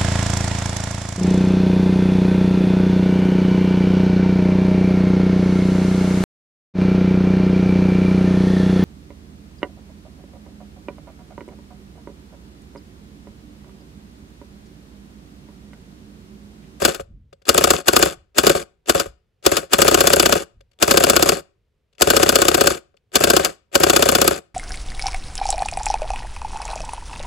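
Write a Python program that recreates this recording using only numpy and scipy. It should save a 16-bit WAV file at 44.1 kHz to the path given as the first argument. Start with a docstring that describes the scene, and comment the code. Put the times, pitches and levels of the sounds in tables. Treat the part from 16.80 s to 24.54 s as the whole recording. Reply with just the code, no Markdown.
"""A solenoid pusher hammers about 16 times a second, in short bursts, inside a toy blaster's open shell. On
each stroke the plunger scrapes forward, slams on its stop and is thrown back by its spring onto a soft bumper,
where it chatters. The hits ring the plastic shell and the spring, and shake loose parts. The trigger ticks
between bursts and hands rumble on the shell. The slams are so loud that their peaks flatten; a small room
answers."""
import sys
import numpy as np
from scipy import signal
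from scipy.fft import rfft, irfft, next_fast_len
from scipy.io import wavfile

SR = 44100
rng = np.random.default_rng(int(sys.argv[2]) if len(sys.argv) > 2 else 0)


def log_audio(samples):
    """Write samples as a 16-bit WAV file to the path given in sys.argv[1]."""
    # one column per channel
    frames = np.atleast_2d(samples).T
    # limit to full scale, then quantise
    limited = np.clip(frames, -1, 1)
    pcm = np.round(limited * 32767).astype(np.int16)
    wavfile.write(sys.argv[1], SR, pcm)


N = 341525
SIZE = next_fast_len(N + SR // 3, real=True)
HZ = np.fft.rfftfreq(SIZE, 1 / SR)
T = np.arange(SR // 7) / SR  # time axis of one contact
CYCLE_S = .0633  # stroke to stroke within a burst

# Trigger pulls (event levels are relative: each layer adds its own gain):
# first slam t/s, stroke count, first cycle/s, clack/dB, thump/dB, bumper thud/dB, switch click/dB
BURSTS = [(-0.036, 2, .0845, -10, -12, -16, -50), (0.689, 4, .087, -10, -11.5, -16, -35),
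          (1.081, 3, .0808, -8.5, -11, -16, -45), (1.582, 2, .0835, -9, -11, -13, -42),
          (2.094, 1, 0.085, -10.5, -11.5, -14, -38.5), (2.662, 1, 0.086, -9.5, -11, -14.5, -41.5),
          (2.932, 10, 0.084, -9, -12, -12.5, -46.5), (4.024, 8, .0845, -9.5, -11.5, -13.5, -51),
          (5.218, 11, 0.083, -9.5, -12, -14, -44), (6.354, 4, 0.083, -10, -12.5, -15, -48),
          (6.952, 9, .082, -10, -12, -13.5, -47)]


def amp(db):
    """Decibels to gain."""
    return 10 ** (np.asarray(db) / 20)


def unit(x):
    """Scale to rms 1."""
    return x / np.sqrt(np.mean(x ** 2) + 1e-20)


def along(points, hz):
    """Read a curve of (f/Hz, value) points on a log frequency axis."""
    f, v = np.transpose(points)
    return np.interp(np.log(hz + 1), np.log(f + 1), v)


def filtered(x, response):
    """Pass x through a frequency response."""
    return irfft(rfft(x, SIZE) * response, SIZE)[..., :N]


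def colour(points):
    """Minimum-phase EQ through (f/Hz, level/dB) points."""
    cepstrum = irfft(np.log(amp(along(points, HZ))), SIZE)
    cepstrum[1:SIZE // 2] *= 2
    cepstrum[SIZE // 2 + 1:] = 0
    return np.exp(rfft(cepstrum))


def resonances(modes):
    """Response of a bank of damped modes, alternating in polarity."""
    return 1j * HZ * sum((-1) ** k * amp(db) * width / (hz ** 2 - HZ ** 2 + 1j * HZ * width)
                         for k, (hz, width, db) in enumerate(modes))


def add(track, s, piece):
    """Mix a piece into a track at s seconds."""
    start = int(round(s * SR))
    piece = piece[..., max(-start, 0):max(N - start, 0)]
    start = max(start, 0)
    track[..., start:start + piece.shape[-1]] += piece


def fade(attack, t60):
    """Envelope of one contact: quick rise, exponential decay."""
    return (1 - np.exp(-T / attack)) * amp(-60 * T / t60)


def settle(attack, duration):
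    """Envelope of a bouncing contact: it keeps up for a while, then stops quickly."""
    return (1 - np.exp(-T / attack)) * np.exp(-(T / duration) ** 2)


def grit(count, alike, spiky_db):
    """Stereo noise of dense, uneven tiny contacts; alike is the share of power common to both sides."""
    common, left, right = rng.standard_normal((3, count))
    knots = rng.standard_normal(count // 40 + 2)
    roughness = np.interp(np.linspace(0, len(knots) - 1, count), np.arange(len(knots)), knots)
    noise = np.sqrt(alike) * common + np.sqrt(1 - alike) * np.array([left, right])
    return unit(amp(spiky_db * roughness) * noise)


def background(hold_db=-70.5, grip_rise_s=.04):
    """Hands rumble on the shell, swelling as the grip shifts, over the faint air of the room."""
    # Spectra of handling rumble and room air: f/Hz, level/dB
    rumble_eq = [(20, -13), (55, 2.5), (130, -8.5), (220, -16), (400, -32), (1000, -58), (4000, -82)]
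    air_eq = [(60, -18.5), (100, 2), (300, -14.5), (430, -3), (560, -11.5), (800, -19.5), (3000, -21.5),
              (8000, -34.5), (16000, -41)]
    # Grip shifts: t/s, level/dB, low-pass f/Hz, t60/s
    grips = [(0.22, -39.5, 130, 0.28), (0.33, -40.5, 402, 0.54), (1.38, -48.5, 244, 0.29),
             (2.29, -39.5, 81, 0.2), (3.78, -52, 202, 0.34)]
    rumble = unit(filtered(grit(N, alike=.98, spiky_db=-1.5), colour(rumble_eq)))
    hands = amp(hold_db) * rumble
    for s, db, edge_hz, t60 in grips:
        since = np.arange(N) / SR - s
        rise = np.exp(-np.clip(-since / grip_rise_s, 0, 10) ** 2)
        decay = amp(db - 60 * np.clip(since / t60, 0, 2))
        hands += rise * decay * signal.lfilter(*signal.butter(2, edge_hz, fs=SR), rumble)
    air = unit(filtered(grit(N, alike=.69, spiky_db=1), colour(air_eq)))
    return hands + amp(-75) * air


def room(x, build_s=.022):
    """A small room's diffuse tail, in which each frequency dies at its own speed."""
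    # Room decay: f/Hz, t60/s
    decay_times = [(70, .55), (200, .3), (430, .33), (700, .28), (2000, .33), (8000, .25), (15000, .15)]
    hz, t, spectrum = signal.stft(rng.standard_normal((2, SR * 3 // 4)), SR, nperseg=256)
    envelope = amp(-60 * t / along(decay_times, hz)[:, None]) * (1 - np.exp(-t / build_s))
    tail = signal.istft(spectrum * envelope, SR, nperseg=256)[1]
    return signal.fftconvolve(x, tail / np.linalg.norm(tail[0]), axes=1)[:, :N]


def dull_knocks(pushes):
    """Round off impulses into the soft thud of the bumper or the trigger."""
    # Force spectrum of a soft contact: f/Hz, level/dB
    thud_eq = [(30, -5.5), (160, 5), (290, -17), (400, 0.5), (570, 5), (780, -5), (1300, -5.5),
               (2500, -6.5), (6000, -33)]
    return filtered(pushes, colour(thud_eq))


def trigger(switch_lead_s=.036, switch_knock_db=-52):
    """The trigger ticks and its switch shuts just ahead of each burst: a click with a light knock."""
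    # The finger works the trigger between bursts: t/s, click/dB, knock/dB
    ticks = [(0.528, -45.5, -43.5), (0.618, -53.5, -57), (3.807, -53.5, -52.5), (3.913, -56, -71),
             (3.932, -61, -69.5), (5.128, -57, -70.5), (5.15, -62, -72), (6.142, -74, -56.5),
             (6.168, -54.5, -73.5)]
    # Force spectrum of a click: f/Hz, level/dB
    click_eq = [(100, -14), (1000, -18), (2200, 1.5), (3300, 2), (5000, -1.5), (7000, -6.5), (16000, -11.5)]
    clicks, knocks = np.zeros(N), np.zeros((2, N))
    switch = [(start - switch_lead_s, db, switch_knock_db) for start, *_, db in BURSTS]
    for s, db, knock_db in ticks + switch:
        add(clicks, s, amp(db + 27) * fade(attack=.0003, t60=.035))
        add(knocks, s, amp([knock_db + 47.5]))
    return filtered(clicks * grit(N, alike=.54, spiky_db=6.5), colour(click_eq)) + dull_knocks(knocks)


def loose_parts(landings, count=4, span_s=.045, scatter_db=1):
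    """Each landing shakes loose plastic parts, which click a few times at uneven moments."""
    # Force spectrum of the loose parts: f/Hz, level/dB
    plastic_eq = [(200, -8), (1200, 6), (2600, 19), (5000, 18), (7000, 13), (16000, 5)]
    clicks = np.zeros(N)
    click = fade(attack=.0001, t60=.009)
    shape = (len(landings), count)
    for (s, db), moments, sizes in zip(landings, rng.random(shape), rng.standard_normal(shape)):
        for moment, size in zip(moments, sizes):
            add(clicks, s + span_s * moment, amp(db - .5 + scatter_db * min(size, 1)) * click)
    return filtered(clicks * grit(N, alike=.9, spiky_db=0), colour(plastic_eq))


def spring_flicks(landings, lead_s=.0048, scatter_db=5):
    """Just before a landing the steel spring flicks against the plunger: a thin, very bright tick."""
    flicks = np.zeros((2, N))
    for (s, db), (jitter, size) in zip(landings, rng.standard_normal((len(landings), 2))):
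        sizzle = np.diff(grit(len(T) + 2, alike=.88, spiky_db=4.5), 2)
        flick = sizzle * fade(attack=.0002, t60=.022)
        add(flicks, s - lead_s + .0007 * jitter, amp(db + 18 + scatter_db * min(size, 1)) * flick)
    return flicks


def rattle(hits, landings, rebounds, rush_s=.028, rush_t60=.1):
    """The plunger scrapes faster and faster towards the stop, slides back and chatters on landing."""
    # Force spectrum of the scrape: f/Hz, level/dB
    scrape_eq = [(40, -4), (200, -0.5), (500, 1), (1000, -2), (2000, 4), (5000, -2), (8000, 1.5),
                 (11000, 2.5), (16000, -5)]
    power = np.zeros(N)

    def scrape(s, db, envelope):
        """Overlapping scrapes add in power."""
        add(power, s, (amp(db) * envelope) ** 2)

    time_left = T[T < rush_s][::-1]
    rush = amp(-60 * time_left / rush_t60) * np.sqrt(1 - time_left / rush_s)
    graze = fade(attack=.0001, t60=.014)  # the loose plunger grazes its guide, out and back
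    for (s, db, _), (jitter, size) in zip(hits, rng.standard_normal((len(hits), 2))):
        scrape(s - rush_s, db + 7.5, rush)
        scrape(s - .0076 + .00082 * jitter, db + 13 + 2.5 * size, graze)
        scrape(s + .0053, db + 1, settle(attack=.0042, duration=.057))  # slide back
    for (s, db), (jitter, size) in zip(landings, rng.standard_normal((len(landings), 2))):
        scrape(s, db + 12.5, settle(attack=.00073, duration=.037))  # chatter
        scrape(s - .0018 + .0011 * jitter, db + 19.5 + 3.5 * size, graze)
        scrape(s + .00056, db + 17.5, settle(attack=.0003, duration=.0041))  # crunch of the landing
    for s, db, _ in rebounds:
        scrape(s, db + 11.5, settle(attack=.0015, duration=.017))
    return filtered(np.sqrt(power) * grit(N, alike=.7, spiky_db=4.5), colour(scrape_eq))


def bumper(landings, rebounds):
    """The bumper takes the returning plunger with one dull push, and lighter ones as it rebounds."""
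    pushes = np.zeros((2, N))
    for s, db in landings:
        add(pushes, s, amp([db + 48]))
    for s, _, db in rebounds:
        add(pushes, s, amp([db + 47.5]))
    return dull_knocks(pushes)


def body_ring(force):
    """Every contact rings the same plastic shell and steel spring."""
    # Modes of shell and mechanism, and the thin ring of the spring: f/Hz, width/Hz, level/dB
    shell_modes = [(48, 25, -15.5), (73, 22, -9), (167, 38, -8.5), (204.4, 62, -7), (365.5, 75.7, 0),
                   (455, 35, -4.5), (490, 42, -18), (547.4, 30, 1), (728.3, 79.6, -0.5), (1094, 72, -7),
                   (1251, 126, -6), (1444, 50, -5.5), (1546, 120, -8.5), (1990, 69, -29.5),
                   (2310, 750, -21), (2950, 380, -13.5), (3448, 220, -11.5), (4400, 110, -10),
                   (4842, 288, -12.5), (6210, 150, -21.5), (6100, 44, -34.5), (7230, 790, -19.5),
                   (6574, 100, -31.5), (7820, 410, -17), (9000, 43, -19), (9580, 180, -22),
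                   (11076, 560, -22), (13260, 190, -21.5), (14100, 180, -26), (14220, 1400, -29)]
    spring_modes = [(5880, 24, -25), (7080, 20, -22), (7960, 12, -23), (12100, 30, -27)]
    return filtered(force, resonances(shell_modes) + resonances(spring_modes))


def falling_knock(high_hz, low_hz, glide_s, t60):
    """A knock in the plastic that glides down in pitch as it rings: it starts high and sinks lower."""
    hz = low_hz + (high_hz - low_hz) * np.exp(-T / glide_s)
    return np.sin(2 * np.pi * np.cumsum(hz) / SR) * fade(attack=.00028, t60=t60)


def wall_flex(hits, landings, slam_lag_s=.003733):
    """Slams and returns both flex the wall of the shell, nearly alike on every stroke."""
    wall = np.zeros(N)
    for (s, _, db), stretch in zip(hits, rng.normal(1, .025, len(hits))):
        knock = falling_knock(high_hz=620 * stretch, low_hz=257, glide_s=.0034, t60=.037)
        add(wall, s + slam_lag_s, amp(db + 9) * knock)
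    for (s, db), stretch in zip(landings, rng.normal(1, .02, len(landings))):
        knock = falling_knock(high_hz=760 * stretch, low_hz=328, glide_s=.005, t60=.034)
        add(wall, s, amp(db + 4.5) * knock)
    return wall


def strokes():
    """Each pull drives one long cycle from rest, then quicker ones that slowly weaken."""
    return_s, forward_s = .0338, .0285  # stop to bumper; first landing to second slam
    limp_s, jitter_s = .0007, .0004  # strokes come alternately late and early, and wander
    run_up_db, scatter_db = 1.02, .26  # the first stroke has the full run from rest
    clack_sag_db, thud_sag_db = .19, .37  # per stroke, as the coil weakens
    hits, landings, last_landings = [], [], []
    for start, count, first_cycle, clack_db, thump_db, thud_db, _ in BURSTS:
        for k, chance in enumerate(rng.standard_normal((int(count), 5))):
            if k == 0:
                slam, landing = start, start + first_cycle - forward_s
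                force_db = run_up_db
            else:
                beat = start + first_cycle + (k - 1) * CYCLE_S
                limp = limp_s * (-1) ** k
                slam = beat - limp + jitter_s * chance[3]
                landing = beat + return_s + limp / 2 + jitter_s * chance[4]
                force_db = -clack_sag_db * (k - 1)
            scatter = scatter_db * chance
            hits.append((slam, clack_db + force_db - scatter[0], thump_db - scatter[1]))
            landings.append((landing, thud_db - thud_sag_db * k - scatter[2]))
        last_landings.append(landings[-1])
    return hits, landings, last_landings


def plunger_motion(bounce_above_db=-23):
    """Cue hits (t/s, clack/dB, thump/dB), landings (t/s, thud/dB), rebounds (t/s, clatter/dB, knock/dB)."""
    # The trigger is let go in mid-stroke and the plunger only taps the stop:
    # t/s, clack/dB, thump/dB, fall-back time/s, landing/dB
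    half_strokes = [(0.145, -27.5, -32, .052, -27), (1.694, -16, -20, .057, -16.5),
                    (2.197, -16.5, -24, .061, -30.5), (2.767, -14, -23.5, .063, -31.5),
                    (6.646, -14, -25.5, .046, -30.5)]
    # Two rebounds, relative to the last landing: delay/s, clatter/dB, knock/dB
    settling = [(.043, -4, -15.5), (.063, -7, -19)]
    hits, landings, last_landings = strokes()
    rebounds = []
    for rest, rest_db in last_landings:
        for s, clack_db, thump_db, fall, landing_db in half_strokes:
            if abs(s - rest) < 2 * CYCLE_S:  # this burst ends on a half stroke
                rest, rest_db = s + fall, landing_db
                hits.append((s, clack_db, thump_db))
                rebounds.append((s + .01, clack_db + .5, thump_db - 4.5))  # unseated, it chatters
                if rest_db > bounce_above_db:
                    landings.append((rest, rest_db))
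        if rest_db > bounce_above_db:  # a hard landing bounces on; a gentle one clatters once
            for delay, clatter_db, knock_db in settling:
                rebounds.append((rest + delay, rest_db + clatter_db, rest_db + knock_db))
        else:
            rebounds.append((rest, rest_db, rest_db))
    return hits, landings, rebounds


def slams(hits, repeat_share=.78):
    """Steel clacks on the stop, seats with a snap and bounces once; the whole shell takes the thump."""
    # Force spectra of the steel clack and the shell thump: f/Hz, level/dB
    clack_eq = [(40, -22), (200, -13), (600, -7.5), (1500, 0), (4000, 2), (8000, -1.5), (16000, 1.5)]
    thump_eq = [(30, -1), (100, 2.5), (300, 3.5), (750, 3.5), (1300, 0), (2500, -15.5), (6000, -38)]
    snap_lag_s, thump_lag_s, bounce_lag_s, rebound_lag_s = .0021, .004221, .0073, .0072
    clacks, thumps = np.zeros((2, N)), np.zeros((2, N))
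    faces = grit(len(T), alike=.52, spiky_db=-3.5)  # the same faces meet on every stroke
    chatter = settle(attack=.0002, duration=.0078)  # the coil holds them together until they settle
    for (s, clack_db, thump_db), chance in zip(hits, rng.standard_normal((len(hits), 4))):
        bounce_jitter, bounce_db, thump_jitter, snap_jitter = chance
        fresh = grit(len(T), alike=1, spiky_db=2.5)
        contact = np.sqrt(repeat_share) * faces + np.sqrt(1 - repeat_share) * fresh
        add(clacks, s, amp(clack_db + 24.5) * chatter * contact)
        treble = np.diff(grit(len(T) + 1, alike=.95, spiky_db=-6))  # a hard contact is bright
        snap = treble * fade(attack=.000067, t60=.025)
        add(clacks, s + snap_lag_s + .00014 * snap_jitter, amp(clack_db + 27) * snap)
        bounce = grit(len(T), alike=.98, spiky_db=5.5) * fade(attack=.00022, t60=.04)
        add(clacks, s + bounce_lag_s + .0012 * bounce_jitter, amp(clack_db + 19 + bounce_db) * bounce)
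        add(thumps, s + thump_lag_s + .0003 * thump_jitter, amp([thump_db + 43]))
        add(thumps, s + rebound_lag_s + .00044 * bounce_jitter, amp([thump_db + 38.5]))
    return filtered(clacks, colour(clack_eq)) + filtered(thumps, colour(thump_eq))


def scene():
    """The blaster, close up at the microphone's two ports, with a little room and handling noise."""
    # Stereo balance of the shell: f/Hz, right minus left/dB
    balance = [(100, -1), (450, -3), (560, -0.5), (740, -5.5), (950, 4), (1270, -7.5), (1420, -18.5),
               (1900, -6.5), (3000, -13), (3800, -7.5), (5000, -9), (5900, -11.5), (6400, -1), (16000, 0.5)]
    # Phase between the ports: f/Hz, left lead/rad
    left_lead = [(120, 0), (230, 1), (450, 1), (800, 3), (1100, 4.4), (1550, 6.5), (7300, 6.2), (9000, 3.1),
                 (10400, .3), (11700, -.2), (13200, -3.1), (15000, -6.3)]
    hits, landings, rebounds = plunger_motion()
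    force = slams(hits) + bumper(landings, rebounds) + rattle(hits, landings, rebounds)
    force += spring_flicks(landings) + loose_parts(landings) + trigger()
    blaster = body_ring(force) + wall_flex(hits, landings)
    half_turn = np.exp(.5j * along(left_lead, HZ))
    ports = np.array([half_turn, amp(along(balance, HZ)) / half_turn])
    near = filtered(blaster, ports)
    return near + amp(-27.5) * room(near) + background()


def record(dry, ceiling=1.7, top_hz=15900):
    """The slams flatten in a soft clipper; a steep low-pass cuts off the very top."""
    clipped = dry / (1 + np.abs(dry / ceiling) ** 8) ** (1 / 8)
    return filtered(clipped, 1 / (1 + (HZ / top_hz) ** 160))


dry = scene()
out = record(dry)
log_audio(out)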